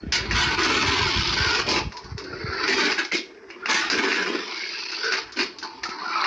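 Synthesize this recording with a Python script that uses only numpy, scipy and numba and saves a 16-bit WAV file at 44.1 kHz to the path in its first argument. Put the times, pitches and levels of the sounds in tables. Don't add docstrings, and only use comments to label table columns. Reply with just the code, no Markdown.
import sys
import numpy as np
from scipy import signal
from scipy.fft import rfft, irfft
from scipy.io import wavfile
from scipy.ndimage import uniform_filter1d
from numba import njit

SR = 44100
rng = np.random.default_rng(int(sys.argv[2]) if len(sys.argv) > 2 else 0)


def bounce(signal):
    frames = np.transpose(np.atleast_2d(signal))
    limited = np.clip(frames, -1, 1)
    pcm = np.round(limited * 32767).astype(np.int16)
    wavfile.write(sys.argv[1], SR, pcm)


N = 276066
T = np.arange(N) / SR
RING = SR // 5

# f/Hz, energy level/dB, t60/s
TRACK_MODES = [(257, -6, .2), (338, -1, .16), (594, -10, .15), (788, -10, .13), (884, -4, .13),
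               (1003, 0, .16), (1480, 0, .08), (1830, -1, .09), (2178, 0, .1), (2420, -2, .14),
               (2950, -7, .1), (3074, -6, .1), (3740, -4, .05), (4022, -7, .14), (6050, -13, .2)]
# f/Hz, level/dB
THUD_COLOUR = [(150, -8.5), (340, 7.5), (600, 4), (1000, 9), (1600, 17.5), (2200, 16.5), (2800, 18),
               (3600, -62), (5500, -25), (8000, -60.5)]


def mode_rings():
    rings = []
    t = T[:RING]
    for hz, db, t60 in TRACK_MODES:
        decay = 10 ** (db / 20) / np.sqrt(t60) * np.exp(-np.log(1000) * t / t60)
        rings.append(decay * np.sin(2 * np.pi * hz * t))
        rings.append(decay * np.cos(2 * np.pi * hz * t))
    return np.array(rings)


MODE_RINGS = mode_rings()


def undb(db):
    return 10 ** (np.asarray(db) / 20)


def unit(x):
    return x / np.sqrt(np.sum(x ** 2))


def curves(table):
    s, *columns = np.transpose(table)
    return [np.interp(T, s, c) for c in columns]


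def through(x, response):
    return signal.oaconvolve(x, response)[:len(x)]


def add(out, s, x):
    i = max(int(s * SR), 0)
    out[i:i + len(x)] += x[:max(N - i, 0)]


def colour(points, size=2048):
    hz, db = np.transpose(points)
    log_hz = np.log(np.fft.rfftfreq(size, 1 / SR) + 1)
    gain = undb(np.interp(log_hz, np.log(hz), db))
    cepstrum = irfft(np.log(gain))
    cepstrum[1:size // 2] *= 2
    cepstrum[size // 2 + 1:] = 0
    return unit(irfft(np.exp(rfft(cepstrum))))


def walk(rate):
    knots = rng.standard_normal(4096)
    return np.interp(T * rate, np.arange(len(knots)), knots)


def steady(x, size=3000):
    power = uniform_filter1d(uniform_filter1d(x ** 2, size), size // 2)
    return x / np.sqrt(np.abs(power) + 1e-12)


def fade(t60, size=RING):
    return np.exp(-np.log(1000) * T[:size] / t60)


@njit
def resonate(x, hz, width):
    y, b, l = np.empty(len(x)), 0., 0.
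    for i in range(len(x)):
        g, k = np.tan(np.pi * hz[i] / SR), width / hz[i]
        v = (b + g * (x[i] - l)) / (1 + g * (g + k))
        b, l, y[i] = 2 * v - b, l + 2 * g * v, k * v
    return y


@njit
def follow(x, attack, release):
    y, e = np.empty(len(x)), 0.
    for i in range(len(x)):
        e += (x[i] - e) * (attack if x[i] > e else release)
        y[i] = e
    return y


def gate(s, length):
    attack_s, release_db_per_s = 0.038, 246.5
    attack = np.clip((T - s) / attack_s, 0, 1)
    return attack * undb(-release_db_per_s * np.clip(T - s - length, 0, 1))


def shimmer(t60, crack_db):
    decay = fade(t60)
    ring = unit(rng.standard_normal(len(decay)) * decay)
    ring[0] += undb(crack_db)
    return unit(ring)


def track_ring(mode_shift=0.0097):
    ring = np.einsum("m,mt->t", rng.standard_normal(len(MODE_RINGS)), MODE_RINGS)
    t = T[:RING]
    stretched = t * (1 + mode_shift * rng.standard_normal())
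    return unit(np.interp(stretched, t, ring, right=0))


def taps(rate, spread_db, hop):
    hits = rng.random(N) < rate / SR
    signs = rng.choice([-1, 1], N)
    return steady(hits * signs * undb(spread_db * rng.standard_normal(N) + hop))


def air():
    # f/Hz, level/dB
    air_colour = [(30, -18.5), (100, -9.5), (340, -1), (700, 12.5), (2400, 5.5), (3400, -31), (5000, 5),
                  (8000, -20.5), (14000, -47)]
    return undb(-58.5) * through(rng.standard_normal(N), colour(air_colour))


def hand():
    # f/Hz, level/dB
    rumble_colour = [(20, -23), (40, -2), (60, -1), (110, -1.5), (200, -9), (400, -26), (900, -79.5)]
    # t/s, length/s, rumble level/dB
    grip_shifts = [(0.005, 1.87, -37), (2.014, 0.46, -45.5), (2.52, 0.36, -57), (3.7, 0.35, -55),
                   (5.11, 0.77, -63)]
    # t/s, strength/dB, f of the settled pitch/Hz
    bumps = [(0.035, -18.5, 234), (0.066, -17, 180), (0.073, -16, 67), (0.206, -24, 94), (0.335, -13.5, 87),
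             (0.467, -16, 104), (0.604, -29, 90), (0.883, -14, 72), (1.014, -20, 82), (1.06, -22, 85),
             (1.162, -16, 87), (1.302, -28, 84.3), (1.403, -12, 70), (1.463, -19, 76), (1.811, -20.5, 73.6),
             (2.117, -21, 83), (2.148, -18, 99), (2.335, -27, 110), (2.441, -16.5, 116), (2.484, -21, 76.4),
             (3.97, -34, 80), (5.889, -24.5, 230)]
    rest_db = -71.5
    grip = undb(rest_db) + sum(undb(db) * gate(s, length) for s, length, db in grip_shifts)
    out = through(rng.standard_normal(N), colour(rumble_colour)) * grip
    out *= undb(5 * walk(16))
    t = T[:SR // 4]
    for s, db, hz in bumps:
        cycles = hz * t
        push = cycles / 0.9 * np.exp(1 - cycles / 0.48)
        bent_cycles = cycles * (1 + 0.68 * np.exp(-cycles))
        add(out, s, undb(db) * push * np.sin(2 * np.pi * bent_cycles))
    return out


def room(x):
    decay = fade(.35, size=SR // 3)
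    tail = rng.standard_normal(len(decay)) * decay * (T[:len(decay)] > .008)
    dull = signal.butter(1, 6000, fs=SR, output="sos")
    return through(x, unit(signal.sosfilt(dull, tail)))


def pings():
    # t/s, f/Hz, level/dB, t60/s
    singing_modes = [(0.004, 4350, -49, 0.19), (3.899, 4840, -28, .35), (5.43, 4990, -38, 0.29)]
    split_hz, twin_db = 39, -10.5
    out = np.zeros(N)
    for s, hz, db, t60 in singing_modes:
        decay = fade(t60, size=SR // 2)
        t = T[:len(decay)]
        twin = undb(twin_db) * np.sin(2 * np.pi * (hz + split_hz) * t)
        pair = np.sin(2 * np.pi * hz * t) + twin
        onset = np.minimum(t / .002, 1)
        add(out, s, undb(db) * decay * onset * pair)
    return out * undb(3 * walk(150))


def clacks(count=5):
    # t/s, f around which the panel rings/Hz, level/dB
    wheel_drops = [(1.072, 1475, -22), (2.327, 1450, -28), (2.43, 1390, -35.5), (2.475, 1435, -37),
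                   (2.525, 1440, -27), (2.562, 1520, -30), (2.595, 1346, -24), (2.653, 1367, -24),
                   (4.167, 1700, -21), (4.21, 1550, -25), (4.607, 2160, -31), (4.636, 2250, -26),
                   (4.746, 1570, -31.5), (4.924, 1434, -31.5), (5.627, 1453, -29.5), (5.837, 1793, -24.5),
                   (5.855, 1337, -25), (5.9, 1345, -29), (6.017, 1132, -28), (6.054, 1417, -26),
                   (6.099, 1250, -29), (6.156, 1280, -15)]
    ring_t60_s, crack_db = 0.07, -21.5
    out, t = np.zeros(N), T[:RING]
    thud = colour(THUD_COLOUR)
    for s, hz, db in wheel_drops:
        modes_hz = hz * (1 + 0.03 * rng.standard_normal((count, 1)))
        modes = rng.standard_normal((count, 1)) * np.sin(2 * np.pi * modes_hz * t)
        ring = unit(np.sum(modes, axis=0) * fade(ring_t60_s))
        crack = through(shimmer(t60=0.058, crack_db=-5.0), thud)
        start_level = np.sqrt(SR * ring_t60_s / np.log(1e6))
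        add(out, s, undb(db) * start_level * (ring + undb(crack_db) * crack))
    return signal.sosfilt(signal.butter(6, [600, 3000], "band", fs=SR, output="sos"), out)


def panels(width_share=0.047, edge=0.0033, waver=.012):
    # t/s, length/s, f before wavering/Hz, rms level/dB
    scraped_panels = [(0.354, 0.19, 1494, -29), (0.377, 0.093, 940, -46), (1.008, 0.031, 988, -24.5),
                      (1.366, 0.091, 1490, -26.5), (1.46, 0.093, 1454, -27), (1.737, 0.089, 846, -34),
                      (1.933, 0.065, 956, -41), (2.454, .2, 1353, -39), (2.767, .14, 1520, -33),
                      (2.979, 0.031, 1605, -23), (3.113, 0.055, 2140, -26.5), (3.501, 0.057, 2260, -47),
                      (3.503, 0.06, 2820, -51.5), (3.623, 0.041, 1403, -35.5), (3.764, 0.057, 1840, -22),
                      (4.478, 0.23, 2190, -37.5), (4.73, 0.23, 2610, -39), (5.03, 0.11, 1494, -27.5),
                      (5.033, 0.072, 457, -34.5), (5.624, 0.18, 904, -47.5), (6.067, 0.067, 1345, -32.5),
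                      (6.126, 0.1, 2310, -35.5), (6.169, 0.075, 1290, -29)]
    out = np.zeros(N)
    scrape = taps(800, 2.5, 3 * walk(70))
    bend = 1 + waver * walk(25)
    for s, length, hz, db in scraped_panels:
        t = T[:int((length + edge) * SR)]
        centre, drive = (np.roll(v, -int(s * SR))[:len(t)] for v in (hz * bend, scrape))
        narrow = resonate(drive, centre, width_share * hz)
        ring = steady(resonate(narrow, centre, 3 * width_share * hz), size=1000)
        ring *= np.clip((length + edge - t) / (2 * edge), 0, 1)
        add(out, s, undb(db) * unit(ring) * np.sqrt(length * SR))
    return out


def ratchet(count=100):
    # f/Hz, level/dB
    tooth_colour = [(1200, -23.5), (2300, 6.5), (3000, 5.5), (3700, 2), (4700, -1.5), (5600, -0.5),
                    (6400, -10), (8000, -41), (10000, -52)]
    # t/s, length/s, tooth rate/Hz, level/dB, f of the body's ring/Hz, its width/Hz
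    gear_pulls = [(0.598, 0.93, 83.5, -31, 3900, 2200), (4.478, 0.67, 61.3, -39.5, 4770, 700)]
    out = np.zeros(N)
    tooth = colour(tooth_colour)
    for s, length, teeth_hz, db, ring_hz, width_hz in gear_pulls:
        body = unit(resonate(tooth, np.full(len(tooth), float(ring_hz)), float(width_hz)))
        late, strength = rng.standard_normal((2, count))
        for k in range(min(count, int(length * teeth_hz))):
            tick = through(shimmer(t60=.025, crack_db=-6), body) * undb(db + 1.5 * strength[k])
            add(out, s + (k + .04 * late[k]) / teeth_hz, tick * np.sqrt(SR / teeth_hz))
    return out


def knocks(count=4):
    # f/Hz, level/dB
    clink_colour = [(1500, -6.5), (3200, 5), (4400, 15), (5200, 17), (6500, 4), (7300, -12), (8100, -29.5),
                    (9200, -19), (10400, -35), (14000, -87)]
    # t/s, energy level of the track's thud/dB, energy level of the body's clink/dB
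    strikes = [(0.1227, -2, 8.5), (0.31, 4, -2.5), (0.589, 0, -4), (0.633, -6, 3.5), (1.688, -17, 3),
               (1.714, -11, 1), (1.762, 3, -1.5), (1.921, -13, -14.5), (1.969, -15, -9.5),
               (2.043, -27, -18), (2.18, -12, -6.5), (2.204, -15, -21), (2.24, -26, -15.5),
               (2.679, 3, -2.5), (2.918, 3, 0), (2.983, -1, -10), (3.049, -32, -7), (3.12, 0.5, -1.5),
               (3.153, -0.5, 1.5), (3.347, -27, -35), (3.491, -31, -31), (3.502, -11, -19),
               (3.658, 2.5, -8), (3.9, 7, 9), (4.118, 10.5, 4), (4.916, -8.5, -8), (5.043, -10, -3),
               (5.122, -0.5, 0.5), (5.138, 4, -3.5), (5.322, -23, -9.5), (5.37, -5, -8), (5.39, 2.5, -4),
               (5.411, 1, -16), (5.43, -6, -4), (5.586, -20, -8.5), (5.616, -21, -23), (5.628, -23, -7),
               (5.834, -6, -2.5), (5.856, -17, -8.5), (5.891, -10.5, -8.5), (6.241, 4.5, -9)]
    bounce_loss_db, ease = 7.5, 1
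    out = np.zeros(N)
    thud, clink = colour(THUD_COLOUR), colour(clink_colour)
    for s, thud_db, clink_db in strikes:
        gaps = rng.uniform(.006, 0.021, count)
        loss_db = max(3, bounce_loss_db - ease * max(thud_db, clink_db))
        for k in range(count):
            track = through(shimmer(t60=0.099, crack_db=-5.0) + undb(-25.0) * track_ring(), thud)
            body = through(shimmer(t60=0.13, crack_db=-11.5) + undb(-30.5) * track_ring(), clink)
            both = undb(thud_db) * track + undb(clink_db) * body
            add(out, s + gaps[:k].sum(), undb(-loss_db * k) * both)
    return out


def contact():
    # t/s, half length/s, depth/dB
    slips = [(4.465, 0.061, 2.5), (4.848, 0.0049, 8), (4.879, 0.0053, 8), (4.915, 0.0063, 8)]
    return undb(-sum(depth_db * np.exp(-((T - s) / half) ** 2) for s, half, depth_db in slips))


def coast(s, length, *dbs):
    growth_shares = (1.47, 0.2, 0.93, 0.98)
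    growth_db = 72.5 * np.clip(T - s, 0, length) ** 2
    gains = [undb(db + share * growth_db) for db, share in zip(dbs, growth_shares)]
    return gate(s, length) * np.array(gains)


def climb(s, length, clatter_db, boom_db, roll_db, buzz_db, lull_db):
    lull_shares = (0.68, 1.21, 1)
    crest_at, slope_at, lull_width = 0.69, 0.42, 0.42
    progress = np.clip((T - s) / length, 0, 1)
    crest = lull_db * np.exp(-((progress - crest_at) / lull_width) ** 2)
    slope = lull_db * np.exp(-((progress - slope_at) / lull_width) ** 2)
    track = [db - share * crest for db, share in zip((clatter_db, boom_db, roll_db), lull_shares)]
    buzz = buzz_db - 0.32 * slope
    return gate(s, length) * undb(track + [buzz])


def shake(s, length, *dbs):
    return np.outer(undb(dbs), gate(s, length))


def motion():
    # t/s, length/s, then at its start clatter, boom, wheels, buzz level/dB
    downhill = [(0, 0.15, -59, -44.5, -51, -75), (0.124, 0.423, -46.5, -37.5, -39, -44),
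                (1.89, 0.22, -64, -49.5, -48.5, -54), (2.155, 0.49, -73, -38.5, -43.5, -48.5),
                (3.224, 0.63, -74, -47, -57, -72.5), (5.185, 0.16, -61, -54, -47.5, -60.5),
                (5.463, 0.32, -64.5, -49.5, -54, -57), (5.806, 0.56, -57, -45, -38, -44.5)]
    # t/s, length/s, clatter, boom, wheels, buzz level/dB,
    # lull before its shares/dB
    uphill = [(0.566, 1.036, -24, -24, -20.5, -27.5, 10.5), (3.894, 1.297, -27.5, -23.5, -22, -31.5, 20)]
    # t/s, length/s, clatter, boom, wheels, buzz level/dB
    bends_and_stops = [(0.119, 0.0068, -14.5, -48, -17.5, -17), (0.327, 0.12, -24.5, -57, -26, -27.5),
                       (1.651, 0.13, -28.5, -28, -29.5, -30.5), (2.606, 0.1, -36, -34, -32, -34),
                       (2.661, .23, -27.5, -27.5, -24.5, -28.5), (2.962, 0.031, -25, -29.5, -23, -31),
                       (3.113, 0.035, -25, -26, -43, -33.5), (3.681, 0.11, -19, -26, -14, -21),
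                       (4.267, 0.085, -49, -27.5, -47, -49), (5.016, 0.052, -45, -50, -40, -44),
                       (5.355, 0.068, -29.5, -28.5, -33, -28.5), (5.619, 0.022, -45, -39, -31.5, -34.5)]
    moves = ((coast, downhill), (climb, uphill), (shake, bends_and_stops))
    power = sum(move(*row) ** 2 for move, table in moves for row in table)
    return 10 * np.log10(power + 1e-12)


def sheet(hits, outline, t60, crack_db, modes_db, size=5000):
    out = np.zeros(N)
    window = signal.windows.cosine(size)
    for i in range(0, N, size // 2):
        part = hits[i:i + size]
        fade_in_out = window[:len(part)] if i else np.cos(np.linspace(0, np.pi / 2, size))
        ring = shimmer(t60, crack_db) + undb(modes_db) * track_ring()
        add(out, i / SR, signal.fftconvolve(part * fade_in_out, ring))
    return steady(through(out, colour(outline)))


def cars():
    # f/Hz, level/dB
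    clatter_colour = [(200, -20), (350, -23.5), (620, -28), (950, -8.5), (1500, -24.5), (2200, 8),
                      (3200, 4), (4000, 1.5), (5200, -6.5), (6400, -7), (7200, -20), (8000, -39),
                      (9200, -36.5), (10300, -60)]
    boom_colour = [(120, -37), (190, -2), (260, -4), (345, 1.5), (430, 2), (520, -9.5), (700, -6.5),
                   (1200, -66.5)]
    roll_colour = [(400, -29.5), (680, -1), (900, 3.5), (1400, -3.5), (2200, 0.5), (2700, -2.5),
                   (3300, -16), (6000, -50.5)]
    body_colour = [(2000, -53.5), (3400, -9.5), (4000, 2.5), (4550, 7), (5200, 3), (5800, 1.5), (6500, -16),
                   (7600, -51.5), (10000, -71.5)]
    # t/s, centre f/Hz
    boom_centre = [(0.0, 345), (0.6, 297), (1.1, 323), (1.38, 383), (2.5, 406), (2.9, 312), (3.3, 363),
                   (4.05, 325), (5.05, 428), (5.42, 313), (6.26, 305)]
    # t/s, centre f/Hz
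    buzz_centre = [(0.0, 4180), (1.85, 5000), (1.93, 5430), (2.51, 4220), (2.54, 4230), (3.23, 5200),
                   (5.77, 4430), (6.26, 3880)]
    # t/s, resonance f/Hz
    under_wheels = [(0.0, 1415), (1.06, 1330), (1.38, 1535), (2.02, 1070), (2.34, 1574), (4.41, 1530),
                    (4.48, 1080), (4.64, 1600), (5.53, 1330), (5.77, 960), (5.8, 1200), (6.08, 1280),
                    (6.26, 1120)]
    clatter_db, boom_db, roll_db, body_db = motion()
    hop = 1.7 * walk(80) + 1.0 * walk(25)
    wheels = taps(1400, 2.6, hop)
    clatter = sheet(wheels, clatter_colour, t60=.04, crack_db=-2, modes_db=-14.5)
    edge = steady(signal.sosfilt(signal.butter(4, 6000, "high", fs=SR, output="sos"), clatter))
    clatter = clatter + edge * undb(0.59 * clatter_db + 9.5)
    boom = sheet(taps(700, 3.4, hop), boom_colour, t60=0.094, crack_db=-11.5, modes_db=-18)
    boom = steady(resonate(boom, curves(boom_centre)[0], 170.))
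    loose = taps(1200, 4, hop)
    body = sheet(wheels + loose, body_colour, t60=.04, crack_db=-1, modes_db=-16)
    body = steady(resonate(body, curves(buzz_centre)[0], 1400.))
    roll = sheet(taps(900, 3.4, 1.1 * hop), roll_colour, t60=0.04, crack_db=-5, modes_db=-14)
    roll = steady(resonate(roll, curves(under_wheels)[0], 440.0))
    return clatter * undb(clatter_db) + boom * undb(boom_db) + roll * undb(roll_db) + body * undb(body_db)


def scene():
    rattle = (cars() + panels() + ratchet()) * contact()
    toy = rattle + knocks() + clacks() + pings()
    mid = toy + undb(-16.5) * room(toy) + hand() + air()
    treble = signal.sosfilt(signal.butter(8, 5200, "high", fs=SR, output="sos"), toy)
    side = undb(-9.5) * treble * walk(400)
    return np.array([mid + side, mid - side])


def record(dry):
    attack_s, release_s, ceiling_db, top_hz = .0005, .025, -19.5, 14300
    x = signal.sosfilt(signal.butter(3, 44, "high", fs=SR, output="sos"), dry)
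    power = uniform_filter1d(np.mean(x ** 2, axis=0), size=220)
    power = follow(power, 1 / (attack_s * SR), 1 / (release_s * SR))
    gain = np.minimum(1, undb(ceiling_db) / np.sqrt(np.abs(power) + 1e-12))
    return signal.sosfilt(signal.ellip(8, .2, 70, top_hz, fs=SR, output="sos"), x * gain)


dry = scene()
out = record(dry)
bounce(out)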